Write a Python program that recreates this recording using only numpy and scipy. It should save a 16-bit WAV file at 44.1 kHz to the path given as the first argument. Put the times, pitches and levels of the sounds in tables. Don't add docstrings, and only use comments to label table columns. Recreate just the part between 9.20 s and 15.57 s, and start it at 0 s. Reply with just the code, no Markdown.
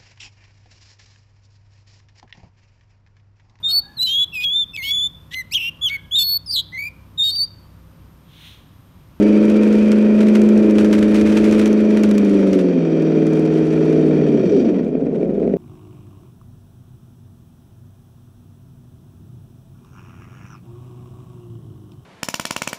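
import sys
import numpy as np
from scipy import signal
from scipy.fft import rfft, irfft
from scipy.io import wavfile
from scipy.ndimage import uniform_filter1d

SR = 44100
rng = np.random.default_rng(int(sys.argv[2]) if len(sys.argv) > 2 else 0)


def master_out(mix):
    frames = np.transpose(np.atleast_2d(mix))
    ceiling = np.clip(frames, -1, 1)
    pcm = np.round(ceiling * 32767).astype(np.int16)
    wavfile.write(sys.argv[1], SR, pcm)


N = 280917
TIME = np.arange(N) / SR

# (time [s], speed [turns/s])
SHAFT_SPEED = [(0, 25.9), (.25, 26.55), (1.36, 26.7), (1.55, 26.42), (1.92, 26.37), (2.2, 26.67),
               (2.8, 26.62), (3.05, 25.5), (3.3, 24.05), (3.5, 22.3), (3.7, 20.15), (4, 19.8), (4.8, 19.78),
               (4.97, 19.4), (5.15, 18.5), (5.38, 12.7), (5.66, 7.1), (6.37, 6.95)]
# (time [s], level [dB])
GEAR_LOAD = [(0, -18.5), (.3, -19), (.75, -20.5), (1.33, -18.5), (1.42, -18.5), (1.8, -20.5), (2.35, -19),
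             (2.95, -21.5), (3.25, -19), (3.6, -19.5), (4.2, -18.5), (4.5, -19.5), (4.8, -17), (5.55, -20),
             (5.7, -23.5), (5.85, -20), (6.37, -21)]
def shaft():
    speed, = curves(SHAFT_SPEED)
    load_db, = curves(GEAR_LOAD)
    return np.cumsum(speed) / SR, speed, load_db


def braking(speed, hard_hz_per_s=24):
    slowing = -np.gradient(uniform_filter1d(speed, SR // 12, mode="nearest")) * SR
    return np.maximum(slowing, 0) / hard_hz_per_s


# (multiple of shaft speed, level [dB], share of the brightness they follow)
HUM_TONES = [(8, -19, -0.26), (12, -20, 1.2), (16, -20, 0.48)]
# (time [s], gain [dB])
HUM_BRIGHTNESS = [(0, 0), (.35, -2.5), (.62, -9), (1.37, -12.5), (1.44, -1), (2.35, -0.5), (2.9, -5.5),
                  (3.35, -2), (3.7, -2.5), (4.8, -4)]
# (frequency [Hz], gain [dB])
CHASSIS = [(100, -12.5), (158, -4), (185, -0.5), (210, 6.5), (240, -4), (283, 2.5), (316, 3), (340, -3),
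           (385, 2), (425, -2.5)]
# (multiple of shaft speed, relative level [dB])
SIDE_TONES = [(6, -12), (7, -9), (9, -9), (10, -5), (11, -6), (13, -1), (14, -9), (15, -7), (18, -7),
              (19, -7), (20, -7), (21, -9), (22, .5), (24, -3), (27, -10), (28, -7), (30, -8), (32, -10),
              (33, -10), (35, -6), (36, -8), (38, -6), (40, -6), (58, -6), (62, -4)]
# (multiple of shaft speed, level [dB])
GROAN_TONES = [(20, -21), (30, -16)]
# (speed [turns/s], gain [dB])
GROAN_BY_SPEED = [(7.5, -12.5), (9, -8.5), (11.5, 0), (14.5, -2.5), (16, -20), (20, -49)]
# (frequency [Hz], gain [dB])
HOLLOW_BODY = [(40, -38), (110, -30), (140, -14), (185, -1.5), (270, 0), (325, -2), (400, 1.5), (470, -2),
               (550, -6), (600, -12), (645, -10), (710, -18), (850, -31), (1600, -55), (4000, -90),
               (16000, -110)]
def gear_tones(turns, speed, load_db, usual_load_db=-19.5, fade_below_hz=19.3, shudder_hz=39.86):
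    angle = 2 * np.pi * turns + .008 * walk(14)
    phase = 2 * np.pi * rng.random(128)
    slowing = braking(speed)
    bright_db, = curves(HUM_BRIGHTNESS)
    bright_db += 14.5 * np.minimum(slowing, .35) * walk(shudder_hz)
    drive_db = .47 * (load_db - usual_load_db) - 2 * np.maximum(fade_below_hz - speed, 0)
    tones = 0
    for k, db, share in HUM_TONES:
        gain = undb(db + drive_db + share * bright_db) * response(CHASSIS, k * speed)
        tones += gain * np.sin(k * angle + phase[k])
    for k, db in SIDE_TONES:
        waver = .2 * walk(7)
        gain = undb(load_db - 5 + db + 2.5 * walk(4)) * response(HOLLOW_BODY, k * speed)
        tones += gain * np.sin(k * angle + phase[k] + waver)
    groan = slowing * undb(np.interp(speed, *np.transpose(GROAN_BY_SPEED)))
    for k, db in GROAN_TONES:
        gain = groan * undb(db + 3.5 * walk(30)) * response(HOLLOW_BODY, k * speed)
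        tones += gain * np.sin(k * angle + phase[k])
    return np.sqrt(2) * tones


def teeth(turns, slack, worn_db, scatter_db, count):
    wear = rng.standard_normal(count)
    late, size = rng.standard_normal((4096, 2)).T
    tooth = np.arange(len(late))
    times = np.interp((tooth + slack * late) / count, turns, TIME, right=N)
    return strikes(times, undb(worn_db * wear[tooth % count] + scatter_db * size))


def gear_rattle(turns, speed, load_db):
    knocks = teeth(turns, slack=.3, worn_db=2.2, scatter_db=1.8, count=28) / np.sqrt(speed)
    mesh_db = np.interp(speed, [6.99, 7, 14, 15], [0, -.36, .5, -3.5])
    return undb(load_db + mesh_db - 1) * unit(through(knocks - knocks.mean(), ring(HOLLOW_BODY)))


# (frequency [Hz], width [Hz], gain [dB])
GEARBOX_MODES = [(895, 110, 2), (1406, 275, 0), (1850, 200, -1), (2410, 163, 2), (3235, 160, -6.5),
                 (3670, 130, -10.5), (4354, 130, -12), (4725, 170, -13.5), (5780, 220, -12.5),
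                 (6700, 95, -20.5), (7340, 270, -29), (8000, 190, -27)]
# (speed [turns/s], level [dB])
RASP_BY_SPEED = [(7, -51.5), (9, -42), (15, -41.5), (20, -40), (23, -41.5), (26.6, -37.5)]
# (time [s], gain [dB])
RASP_TREBLE = [(0, -2), (1.4, -7), (3.3, 2), (5.1, 0.5), (5.37, 9.5), (5.55, -1.5), (6.37, -11.5)]
def gear_rasp(turns, speed):
    t = np.arange(2048) / SR
    box = sum((-1) ** k * undb(db) * width * np.exp(-np.pi * width * t) * np.sin(2 * np.pi * hz * t)
              for k, (hz, width, db) in enumerate(GEARBOX_MODES))
    contacts = teeth(turns, slack=.12, worn_db=4, scatter_db=2, count=16) / np.sqrt(speed)
    rasp = unit(through(scrape(contacts, decay_s=.013), box))
    treble = signal.sosfiltfilt(signal.butter(2, 3300, "high", fs=SR, output="sos"), rasp)
    treble_db, = curves(RASP_TREBLE)
    level_db = np.interp(speed, *np.transpose(RASP_BY_SPEED)) - braking(speed) ** 2
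    return undb(level_db) * (rasp + (undb(treble_db) - 1) * treble)


# (time [s], level [dB])
JOLTS = [(3.359, -15), (5.752, -6.5), (5.866, -10), (6.03, -5), (6.088, -19), (6.18, -9), (6.229, -7.5),
         (6.277, -4), (6.338, -4)]
def jolts():
    times, db = np.transpose(JOLTS)
    hits = strikes(times, undb(db))
    thud = ring(HOLLOW_BODY)
    clack_ring = ring([(700, -8), (1600, -2), (2400, 12), (3000, -9), (5000, -15), (5800, -9),
                       (6600, -28), (9000, -40)])
    clack = through(scrape(hits, decay_s=.0022), clack_ring)
    return through(hits, thud / np.abs(thud).max()) + undb(-27) * clack


# (time [s], level [dB])
PINION_LEVEL = [(0, -39), (.55, -41), (1.5, -45.5), (3, -52), (3.8, -63)]
def pinion(turns, multiple=91.5, wobbles_per_turn=.355, pitch_swing=.04):
    level_db, = curves(PINION_LEVEL)
    wobble = 2 * np.pi * wobbles_per_turn * turns + .6 * walk(5)
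    roughness = .3 * walk(220)
    angle = multiple * (2 * np.pi * turns + pitch_swing / wobbles_per_turn * np.sin(wobble)) + roughness
    gain = undb(level_db - 1 - 3 * np.cos(wobble) + 1.7 * walk(60))
    return gain * (np.sin(angle) + undb(-15) * np.sin(2 * angle))


# (multiple of shaft speed, relative level [dB])
GEAR_OVERTONES = [(35, -7), (50, -9), (101, -10), (114, -13)]
def gear_overtones(turns):
    level_db, = curves(PINION_LEVEL)
    return sum(undb(level_db - 1.5 + db + 2.4 * walk(12)) * np.sin(2 * np.pi * k * turns + 1.1 * walk(25))
               for k, db in GEAR_OVERTONES)


# (time [s], level [dB])
SAND_LEVEL = [(0, -45), (.65, -43.5), (.9, -47.5), (1.5, -43), (2.35, -38.5), (2.57, -47.5), (2.8, -46.5),
              (3.3, -45), (3.65, -61.5), (4.2, -50), (4.8, -48.5), (5.4, -60.5)]
# (time [s], level [dB], decay [s])
CRUST_BREAKS = [(0.361, -32, 0.012), (.432, -30, 0.012), (.718, -28.5, 0.0058), (1.005, -26.5, 0.016),
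                (1.028, -28, 0.0084), (1.083, -28, .012), (1.151, -25, 0.018), (1.583, -23, 0.018),
                (1.61, -31, 0.0086), (1.645, -24, 0.012), (1.729, -24.5, 0.019), (1.826, -28.5, 0.017),
                (1.943, -25.5, 0.03), (2.011, -32, .012), (2.097, -30.5, 0.021), (2.172, -24.5, 0.02),
                (2.241, -29.5, 0.023), (2.322, -30, .015), (2.347, -30, 0.0086), (2.392, -26.5, 0.013),
                (2.412, -27, 0.016), (2.456, -27.5, 0.021), (2.771, -30, 0.017), (2.837, -27.5, .015),
                (3.33, -30.5, 0.022), (3.389, -30.5, 0.017)]
# (frequency [Hz], gain [dB])
SAND_COLOUR = [(150, -30), (400, -12), (750, -3), (1080, -4), (1350, 0), (1900, -3), (2450, -2), (3100, -7),
               (4000, -11), (5000, -15), (5800, -13), (6500, -17), (9000, -21), (12000, -29), (15500, -39)]
def sand_crunch(sand_db, attack_s=.0009):
    when, size, sign = rng.random((26000, 3)).T
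    grain_db = 3.1 * np.minimum(-np.log(1 - size), 5.5)
    grains = strikes(when * N / SR, np.sign(sign - .5) * undb(grain_db))
    cracks = unit(grains) + .8 * unit(scrape(grains, decay_s=.0015))
    flurry_db = 3 * walk(70)
    power = undb(sand_db + 2.5 + flurry_db) ** 2
    for start, db, decay_s in CRUST_BREAKS:
        age = np.maximum(TIME - start, 0)
        power += (undb(db) * np.minimum(age / attack_s, 1) * np.exp(-age / decay_s)) ** 2
    return np.sqrt(power) * unit(through(cracks, ring(SAND_COLOUR)))


# (time [s], level [dB])
COARSE_GRIT = [(0.253, -32), (.298, -31), (0.527, -31), (.718, -23.5), (1.152, -25), (1.217, -25.5),
               (1.289, -26), (1.376, -30), (1.509, -29.5), (1.728, -22), (1.79, -28), (1.945, -30),
               (2.012, -28.5), (2.174, -27), (2.242, -28.5), (2.312, -26), (2.324, -27), (2.393, -23),
               (2.458, -23), (2.477, -28), (2.529, -27), (2.835, -21.5), (2.892, -34), (2.912, -23.5),
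               (2.981, -22), (3.048, -32), (3.331, -27), (3.822, -36), (4.068, -32), (4.133, -33),
               (4.194, -33)]
# (frequency [Hz], gain [dB])
GRIT_COLOUR = [(150, -35), (500, -12), (1300, 1), (2400, 1), (3800, -4), (4900, -5), (5800, 1), (6800, -5),
               (9000, -9), (12000, -16), (15500, -23)]
def grit(sand_db, fine_count=44):
    coarse_times, coarse_db = np.transpose(COARSE_GRIT)
    fine_times = rng.random(fine_count) * N / SR
    fine_db = np.interp(fine_times, TIME, sand_db) + 3.5 + 3 * rng.standard_normal(fine_count)
    hits = strikes(coarse_times, undb(coarse_db)) + strikes(fine_times, undb(fine_db))
    return undb(4.5) * through(scrape(hits, decay_s=.0027), ring(GRIT_COLOUR))


def tyre_rumble(sand_db):
    tyre = ring([(20, -16), (45, -13), (70, -2), (92, 0), (125, -7), (220, -20), (800, -60), (4000, -90)])
    return undb(sand_db + 5.5) * unit(through(rng.standard_normal(N), tyre))


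# (frequency [Hz], gain [dB])
AIR_COLOUR = [(20, -2), (55, 0), (110, -3), (400, -10), (1500, -22), (4000, -38), (9000, -46), (15500, -50)]
# (time [s], level [dB])
DRONE_LEVEL = [(3.7, -61.5), (4.9, -46.5), (6.37, -43.5)]
def open_air(drone_hz=55.4):
    drone_db, = curves(DRONE_LEVEL)
    drone = undb(drone_db + 2 * walk(8)) * np.sin(2 * np.pi * drone_hz * TIME + .7 * walk(14))
    air_gain = undb(-52.5 + 1.1 * walk(2.1))
    return drone + air_gain * unit(through(rng.standard_normal(N), ring(AIR_COLOUR)))


def undb(db):
    return 10 ** (np.asarray(db) / 20)


def unit(x):
    return x / np.sqrt(np.mean(x ** 2))


def curves(table):
    times, *columns = np.transpose(table)
    return [np.interp(TIME, times, column) for column in columns]


def response(outline, hz):
    outline_hz, db = np.transpose(outline)
    return undb(np.interp(np.log(np.maximum(hz, 1)), np.log(outline_hz), db))


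def ring(outline, size=4096):
    hz = np.arange(size // 2 + 1) * SR / size
    cepstrum = irfft(np.log(response(outline, hz)))
    cepstrum[1:size // 2] *= 2
    cepstrum[size // 2 + 1:] = 0
    return irfft(np.exp(rfft(cepstrum)))


def through(x, impulse):
    return signal.oaconvolve(x, impulse)[:N]


def walk(rate_hz):
    knots = rng.standard_normal(2048)
    return 1.2 * np.interp(TIME * rate_hz, np.arange(len(knots)), knots)


def strikes(times, sizes):
    return np.bincount(np.clip(np.asarray(times) * SR, 0, N).astype(int), sizes, N + 1)[:N]


def scrape(hits, decay_s):
    energy = signal.lfilter([1], [1, -np.exp(-2 / (decay_s * SR))], hits ** 2)
    return np.sqrt(energy) * rng.standard_normal(N)


def scene():
    turns, speed, load_db = shaft()
    sand_db, = curves(SAND_LEVEL)
    gears = gear_tones(turns, speed, load_db) + gear_rattle(turns, speed, load_db) + gear_rasp(turns, speed)
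    ground = tyre_rumble(sand_db) + sand_crunch(sand_db) + grit(sand_db)
    return (gears + pinion(turns) + gear_overtones(turns) + jolts() + ground + open_air())[None]


def record(dry):
    return signal.sosfilt(signal.ellip(10, .2, 80, 15800, fs=SR, output="sos"), dry)


dry = scene()
out = record(dry)
master_out(out)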